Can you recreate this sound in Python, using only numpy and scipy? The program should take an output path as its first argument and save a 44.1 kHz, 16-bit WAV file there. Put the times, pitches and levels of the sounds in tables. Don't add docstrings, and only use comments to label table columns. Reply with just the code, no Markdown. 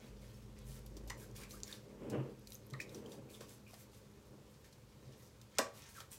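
import sys
import numpy as np
from scipy import signal
from scipy.fft import rfft, irfft
from scipy.io import wavfile
from scipy.ndimage import uniform_filter1d

SR = 44100
rng = np.random.default_rng(int(sys.argv[2]) if len(sys.argv) > 2 else 0)


def generate_wav(sig):
    pcm = np.round(np.clip(np.atleast_2d(sig).T, -1, 1) * 32767).astype(np.int16)
    wavfile.write(sys.argv[1], SR, pcm)


N = 272538
TIME = np.arange(N) / SR


def amp(db):
    return 10 ** (np.asarray(db) / 20)


def unit(x):
    return x / np.sqrt(np.mean(x ** 2) + 1e-20)


def lookup(points, hz):
    points_hz, value = np.transpose(points)
    return np.interp(np.log(hz + 1), np.log(points_hz + 1), value)


def colour(x, points):
    gain = unit(amp(lookup(points, abs(np.fft.fftfreq(4096, 1 / SR)))))
    taps = np.fft.ifft(np.exp(np.conj(signal.hilbert(np.log(gain))))).real
    return signal.oaconvolve(x, taps)[:len(x)]


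def add(mix, time_s, sound):
    part = mix[max(0, round(time_s * SR)):][:len(sound)]
    part += sound[:len(part)]


def ring(hz, t60_s, rise_s, glide=0):
    t = np.arange(int(t60_s * SR) + 32) / SR
    turns = np.cumsum(np.minimum(hz * (1 + glide * t / t[-1]), SR / 2)) / SR
    envelope = np.exp(-np.log(1000) * t / t60_s) * (1 - np.exp(-(t / rise_s) ** 2))
    return envelope / envelope.max() * np.sin(2 * np.pi * turns)


def background(air_db=-62.4, rumble_db=-50, peak_s=.7, width_s=.32):
    # (frequency [Hz], gain [dB])
    air_colour = [(20, -32), (38, -17), (47, -7), (62, -2), (80, -6), (110, -2), (132, 0), (175, -13),
                  (205, -9), (260, -12.5), (330, -14), (400, -12), (540, -13), (680, -24), (900, -21.5),
                  (1200, -23.5), (2000, -31), (7500, -33), (8800, -38), (15000, -40.5), (16000, -45)]
    # (centre [Hz], width [Hz], level [dB])
    rumble_bands = [(51, 11, 0), (78, 30, -14), (120, 38, -3), (215, 30, -14)]
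    air, noise = rng.standard_normal((2, N))
    hz, spectrum = np.fft.rfftfreq(N, 1 / SR), rfft(noise)
    rumble = np.zeros(N)
    for centre_hz, width_hz, db in rumble_bands:
        detune = 2 * (hz - centre_hz) / width_hz
        rumble += amp(db) * unit(irfft(spectrum / (1 + detune ** 2) ** 2, N))
    swell = amp(rumble_db) / (1 + ((TIME - peak_s) / width_s) ** 2) ** .66
    return amp(air_db) * unit(colour(air, air_colour)) + swell * unit(rumble)


def hum(waver_hz=3.5, waver_s=.08):
    # (frequency [Hz], level [dB])
    tones = [(114, -66), (205, -63.5), (410, -75), (510, -74)]
    # (time [s], gain [dB])
    fade = [(0, -3), (.8, 0), (1.8, -1), (3.6, -5), (6, -12)]
    out, knots_s = np.zeros(N), np.arange(0, N / SR + waver_s, waver_s)
    for hz, db in tones:
        drift_hz = waver_hz * np.interp(TIME, knots_s, rng.standard_normal(len(knots_s)))
        out += amp(db) * unit(np.sin(2 * np.pi * np.cumsum(hz + drift_hz) / SR))
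    return out * amp(np.interp(TIME, *np.transpose(fade)))


def crackle(lo_hz, hi_hz, per_s, spread_db, cycles, pitches=28, patch_db=4.0, patch_s=.014):
    out, knots_s = np.zeros(N), np.arange(0, N / SR + patch_s, patch_s)
    for hz in np.geomspace(lo_hz, hi_hz, pitches):
        onsets = np.flatnonzero(rng.random(N) < per_s / pitches / SR)
        patches = np.interp(onsets / SR, knots_s, np.clip(rng.standard_normal(len(knots_s)), -2, 2))
        strength = np.minimum(rng.exponential(1, len(onsets)), 3.5)
        bursts = np.zeros(N)
        bursts[onsets] = amp(patch_db * patches + spread_db * strength)
        bursts[onsets] *= rng.choice([-1, 1], len(onsets))
        bubble = ring(hz, cycles / hz, .5 / hz, glide=.035) * (hz / hi_hz) ** .77
        out += signal.oaconvolve(bursts, bubble)[:N]
    return unit(out)


def lather(rest_db=-83, release_s=.017, clump_db=2.0):
    # (start [s], length [s], attack [share of length], coarse foam [dB], fine foam [dB])
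    strokes = [(0, 0.078, 0.021, -72.5, -76), (0.19, 0.12, 0.25, -77.5, -75), (0.322, 0.12, 0.13, -79, -78),
               (.52, 0.092, .4, -77, -86), (0.623, 0.15, 0.43, -75.5, -68.5),
               (1.166, 0.072, 0.19, -75.5, -66.5), (1.345, 0.028, 0.55, -66.5, -60),
               (1.383, 0.04, 0.6, -65.5, -64), (1.483, 0.063, 0.23, -76, -66.5),
               (1.561, 0.018, .4, -78, -68), (1.642, 0.11, 0.24, -68, -66.5), (2.46, 0.04, 0.43, -83, -69),
               (2.517, 0.0098, 0.24, -77, -60), (2.886, 0.099, 0.33, -75.5, -71.5),
               (3.072, .07, 0.23, -75.5, -70.5), (3.286, 0.083, 0.18, -77, -68.5),
               (3.399, 0.024, 0.36, -66.5, -66), (3.458, 0.082, 0.35, -75.5, -68.5),
               (3.651, 0.12, 0.19, -78.5, -73.5), (3.768, 0.05, 0.47, -75, -67),
               (3.908, 0.064, 0.26, -78, -73), (4.476, 0.074, .3, -81, -78),
               (4.634, 0.026, 0.27, -73.5, -73), (5.004, 0.13, 0.17, -77, -82),
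               (5.154, 0.11, 0.15, -78.5, -74), (5.48, 0.14, 0.7, -69, -90),
               (5.728, 0.059, 0.56, -69.5, -66), (5.796, 0.085, 0.17, -70.5, -74.5),
               (5.883, 0.021, .4, -71.5, -65), (5.916, 0.081, 0.49, -69.5, -65),
               (6.1, 0.039, 0.5, -75, -60.5)]
    coarse_gain, fine_gain = np.full((2, N), amp(rest_db))
    for start_s, length_s, attack_share, coarse_db, fine_db in strokes:
        t = np.maximum(TIME - start_s, 0)
        attack = np.minimum(t / (attack_share * length_s), 1)
        pressure = attack * np.exp(-np.maximum(t - length_s, 0) / release_s)
        coarse_gain = np.maximum(coarse_gain, amp(coarse_db) * pressure)
        fine_gain = np.maximum(fine_gain, amp(fine_db) * pressure)
    coarse = coarse_gain * crackle(950, 6580, per_s=1500, spread_db=3.0, cycles=10.2)
    fine = fine_gain * crackle(9300, 13400, per_s=1800, spread_db=1.0, cycles=6.0)
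    clumps = unit(amp(clump_db * unit(uniform_filter1d(rng.standard_normal(N), 250))))
    return clumps * (coarse + colour(fine, [(7000, 1.5), (10000, -7), (16000, -5.0)]))


def rub(scuff_db=-50, fast_db=-39, grip_db=2.5):
    # (fastest moment [s], level [dB], rise [s], fall [s])
    sweeps = [(.05, -62, 0.8, 0.3), (1.2, -60.5, 1, 1), (2.15, -44.5, 0.13, 0.077),
              (2.155, -37.5, 0.042, 0.066), (3.019, -52.5, 0.25, 0.29), (4.38, -65, 0.58, 0.17),
              (5.09, -62, 0.076, 0.14)]
    # (frequency [Hz], gain [dB])
    brush_colour = [(20, -27), (90, -10), (130, 4.5), (175, -5), (210, 5.5), (270, 0.5), (320, 3), (400, 1),
                    (540, 1.5), (680, -11), (950, -12), (1400, -19.5), (2900, -30), (3800, -44),
                    (9000, -93)]
    # (frequency [Hz], gain [dB])
    scuff_colour = [(250, -20), (500, 11.5), (700, -1.5), (1000, -8), (1500, -22), (2100, -14), (2800, -7),
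                    (3250, -13), (3700, -36), (4500, -55), (8000, -101)]
    grip = amp(grip_db * unit(uniform_filter1d(rng.standard_normal(N), 700)))
    brush, scuff = grip * rng.standard_normal((2, N))
    speed = np.zeros(N)
    for peak_s, db, rise_s, fall_s in sweeps:
        t = TIME - peak_s
        speed = np.maximum(speed, amp(db) * np.exp(np.minimum(t / rise_s, -t / fall_s)))
    scuff_gain = amp(scuff_db) * np.minimum(speed / amp(fast_db), 1) ** 1.21
    return speed * unit(colour(brush, brush_colour)) + scuff_gain * unit(colour(scuff, scuff_colour))


def pops(spray_trim_db=-6.5):
    # (time [s], peak [dB], pitch [Hz], t60 [s], spray offset [dB], spray decay [s])
    bubbles = [(0.589, -44.5, 9300, 0.0003, -12, 0.0022), (0.679, -49, 10000, 0.00052, -16, .002),
               (.792, -47, 11000, .0004, -10, .002), (0.863, -43.5, 11500, 0.00076, -10, 0.011),
               (0.9675, -52, 5570, 0.004, 3, 0.011), (1.0762, -48.5, 12000, .002, -2, 0.017),
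               (1.24, -51, 11500, .0005, -16, .002), (1.313, -57, 6500, .003, 0, .004),
               (1.363, -51, 6560, .006, 0, .008), (1.435, -47.5, 2260, 0.014, 3, 0.0048),
               (1.508, -48.5, 3900, 0.008, 2.5, .01), (1.519, -47, 6050, 0.011, -12, .003),
               (1.555, -45, 11000, .0005, -9, .002), (1.6028, -50, 5500, .002, -1, .003),
               (1.6336, -35, 4450, 0.0015, -20, .002), (1.6338, -27, 6400, 0.00099, -19, 0.0072),
               (1.678, -46.5, 5430, .012, -3, .008), (1.7153, -40, 8500, 0.00027, -9, .001),
               (1.726, -39.5, 3600, 0.011, -6.5, 0.0063), (1.7278, -48.5, 4250, .014, -4, .008),
               (2.099, -46, 10600, 0.001, 0, 0.014), (2.395, -53, 11500, .0006, -14, .003),
               (2.472, -51.5, 3900, 0.0072, 7, 0.0041), (2.505, -42, 11500, 0.00047, -9, .002),
               (2.5206, -50, 3850, 0.013, 4.5, 0.0033), (2.532, -42, 11500, 0.00091, -11, 0.0059),
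               (2.546, -38, 12600, .001, -25, .004), (2.5525, -42, 6250, 0.0046, -9, 0.0029),
               (2.6675, -47.5, 12000, .001, -21, .002), (2.7014, -52, 7600, 0.00044, 0, 0.0028),
               (2.708, -52.5, 6000, .005, 3, 0.0036), (2.7363, -44, 3960, 0.0033, -21, 0.0066),
               (2.738, -45, 1950, 0.0075, -17, .004), (2.8006, -37, 1820, 0.0061, -12.5, 0.022),
               (2.8015, -33.5, 2380, 0.014, -13.5, 0.018), (2.815, -43, 5200, .003, -6, 0.015),
               (2.893, -52, 3660, 0.0073, -1, .01), (2.946, -46.5, 5670, 0.0064, -3, 0.014),
               (3.06, -52, 3070, 0.012, -3.5, 0.011), (3.119, -51, 3570, 0.0074, 0.5, 0.011),
               (3.302, -58, 4300, .004, 3, 0.0054), (3.349, -50.5, 3400, 0.0058, -0.5, 0.008),
               (3.412, -54, 4600, .003, 0, .004), (3.493, -51, 7740, 0.0061, -6, .005),
               (3.741, -53, 4530, 0.00084, 5.5, 0.005), (3.946, -54, 9300, 0.0007, -5, .008),
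               (4.7263, -61, 4100, 0.0069, 4.5, 0.013), (5.4148, -48, 5400, 0.00034, -1.5, 0.0039),
               (6.0037, -47.5, 3250, 0.0092, 2, 0.0075), (6.117, -39.5, 8100, 0.0013, -12, 0.0025),
               (6.129, -42, 8900, .002, -8, .005)]
    spray_colour = [(600, -49), (2500, 5.5), (4500, 11.0), (7500, 9.5), (10000, 2.0), (16000, 0.0)]
    rings, spray = np.zeros((2, N))
    t = TIME[:2400]
    for time_s, db, hz, t60_s, spray_db, decay_s in bubbles:
        add(rings, time_s, amp(db) * ring(hz, t60_s, 4.2 / hz, glide=.12))
        hiss = np.exp(-t / decay_s) * rng.standard_normal(len(t))
        add(spray, time_s, amp(db + spray_db + spray_trim_db) * hiss)
    return rings + colour(spray, spray_colour)


def thumps():
    # (time [s], peak [dB])
    blows = [(0.689, -47), (2.179, -35.5), (2.722, -41), (3.213, -50), (5.067, -53)]
    out = np.zeros(N)
    for time_s, db in blows:
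        add(out, time_s, amp(db) * ring(hz=133, t60_s=.27, rise_s=.008))
    return out


def pats(squirt_decay_s=.0022, smack_db=-3, smack_decay_s=.017):
    # (time [s], spray [dB], contact re spray [dB], squeeze [s], pocket pitch [Hz], pocket [dB])
    landings = [(1.0992, -45, 7, 0.005, 1960, -42), (2.133, -64, 0, 0.0012, 490, -40.5),
                (2.146, -66, -6, .002, 390, -38), (2.732, -60, -6, 0.0062, 1220, -54),
                (3.407, -55, -6, 0.0023, 520, -52), (3.733, -65.5, 13, 0.00133, 690, -55.5),
                (5.5847, -29.3, 12.5, 0.0057, 589, -28.5), (6.002, -54.5, -4, 0.003, 1300, -52)]
    # (frequency [x pocket pitch], level [dB], t60 [s])
    pocket_modes = [(0.42, -16.5, 0.043), (1, 5, 0.012), (1.55, -1.5, 0.00048), (1.92, -4, 0.0015),
                    (3.0, -12, 0.041)]
    # (frequency [Hz], gain [dB])
    spray_colour = [(40, -28), (150, -13), (700, -4), (1700, -0.5), (2600, -3), (3400, -1), (4500, -2),
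                    (5500, 1), (7800, -1.5), (9000, -8.5), (13000, -12.5), (16000, -19)]
    # (frequency [Hz], gain [dB])
    smack_colour = [(40, -30), (120, -11), (190, -7), (250, 2), (330, -6), (450, 5), (620, 1), (900, 5),
                    (1150, 6.5), (1400, 0), (1750, 3), (2100, -9), (4000, -38)]
    pockets, spray, smack = np.zeros((3, N))
    t, click = TIME[:4000], np.array([1, 1, -1, -1])
    for time_s, spray_db, contact_db, squeeze_s, pocket_hz, pocket_db in landings:
        squirt, flesh = rng.standard_normal((2, len(t)))
        outflow = np.exp(-np.maximum(t - squeeze_s, 0) / squirt_decay_s)
        add(spray, time_s, amp(spray_db) * outflow * squirt)
        add(spray, time_s + .0004, amp(spray_db + contact_db) * click)
        shut_s = time_s + squeeze_s
        add(smack, shut_s, amp(spray_db + smack_db) * np.exp(-t / smack_decay_s) * flesh)
        for ratio, db, t60_s in pocket_modes:
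            hz = pocket_hz * ratio
            add(pockets, shut_s, amp(pocket_db + db) * ring(hz, t60_s, 1.56 / hz))
    return pockets, colour(spray, spray_colour) + colour(smack, smack_colour)


def squelches(width_hz=380, spikes_per_s=500):
    # (time [s], length [s], start pitch [Hz], end pitch [Hz], level [dB], roughness [0-1])
    squeezes = [(1.207, 0.05, 1670, 1510, -68, .8), (1.377, .04, 1120, 1265, -66, 0.9),
                (1.405, 0.036, 1660, 1560, -68, 0.6), (1.433, 0.024, 2200, 2620, -61.5, 0.5),
                (1.533, 0.022, 1120, 1355, -57.5, 0.27), (1.559, .024, 1540, 1640, -68, 0.1),
                (1.682, 0.032, 1500, 1875, -63, .3), (1.705, 0.017, 1600, 1520, -62, 0.4),
                (2.733, 0.023, 1270, 1195, -54, 0.3), (2.737, 0.02, 2020, 1830, -56, 0.54),
                (2.79, 0.022, 2050, 2330, -54, .8), (3.284, 0.033, 2450, 2590, -69, 0.7),
                (3.33, 0.035, 3670, 3110, -64.5, 1), (3.403, 0.044, 1114, 1185, -65.5, 0.9),
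                (3.658, 0.044, 2516, 2500, -66, 0.8), (5.576, 0.009, 1250, 1400, -52, 0.5),
                (5.942, 0.042, 1700, 1520, -62, 0.4), (5.972, 0.024, 1370, 1270, -53.5, 0.35)]
    out, pole = np.zeros(N), np.exp(-np.pi * width_hz / SR)
    for time_s, length_s, start_hz, end_hz, db, rough in squeezes:
        size = int(length_s * SR)
        stutter = rng.standard_normal((2, 8000)) * (.097 + (rng.random(8000) < spikes_per_s / SR))
        flutter = unit(signal.lfilter([1], [1, -2 * pole, pole * pole], stutter)[:, -size:])
        carrier = np.exp(2j * np.pi * np.cumsum(np.linspace(start_hz, end_hz, size)) / SR)
        drive = 1 - rough + rough * (flutter[0] + 1j * flutter[1])
        add(out, time_s, amp(db) * unit((carrier * drive).real) * signal.windows.tukey(size, .6))
    return out


def bathroom(x, wet_db):
    # (frequency [Hz], t60 [s])
    room_t60 = [(130, .36), (500, .35), (1300, .31), (5000, .25), (14000, .17)]
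    # (frequency [Hz], gain [dB])
    diffuse_colour = [(60, -6), (150, -4), (300, -5), (1100, -4), (1600, -1), (3000, 0), (16000, 0)]
    # (frequency [Hz], level [dB])
    room_modes = [(258, 8), (318, 13), (405, 8), (443, 10), (476, 11), (510, 6), (565, 12), (642, 9),
                  (710, 8), (786, 8), (834, 7), (899, 11), (948, 11), (1060, 11), (1138, 13), (1190, 9)]
    size = SR // 2
    t = TIME[:size]
    reflections = rng.choice([-1., 1.], size) * (rng.random(size) < .15) * (t > .003)
    hz, frame_s, spectra = signal.stft(reflections, SR, nperseg=256)
    decay = np.exp(-np.log(1000) * frame_s / lookup(room_t60, hz)[:, None])
    spectra = spectra * decay * amp(lookup(diffuse_colour, hz))[:, None]
    tail = signal.istft(spectra, SR, nperseg=256)[1][:size]
    tail /= np.linalg.norm(tail)
    for mode_hz, db in room_modes:
        damping = np.log(1000) / lookup(room_t60, mode_hz)
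        tail += amp(db) * 2 * damping / SR * np.exp(-damping * t) * np.sin(2 * np.pi * mode_hz * t)
    return x + amp(wet_db) * signal.fftconvolve(x, tail)[:N]


def scene(echo_s=.0107, echo_db=-10):
    foam = amp(3.5) * bathroom(lather(), wet_db=1.0) + bathroom(squelches(), wet_db=-6.5)
    pockets, slaps = pats()
    add(pockets, echo_s, amp(echo_db) * pockets)
    skin = bathroom(rub(), wet_db=-9.5) + thumps()
    skin += bathroom(slaps, wet_db=-7.5) + bathroom(pockets, wet_db=-7.5)
    foam += bathroom(pops(), wet_db=-10.5)
    return (foam + skin + background() + hum())[None]


def record(dry, cutoff_hz=15950):
    taps = signal.firwin(511, cutoff_hz, window=("kaiser", 9), fs=SR)
    return signal.oaconvolve(dry, taps[None], "same")


dry = scene()
out = record(dry)
generate_wav(out)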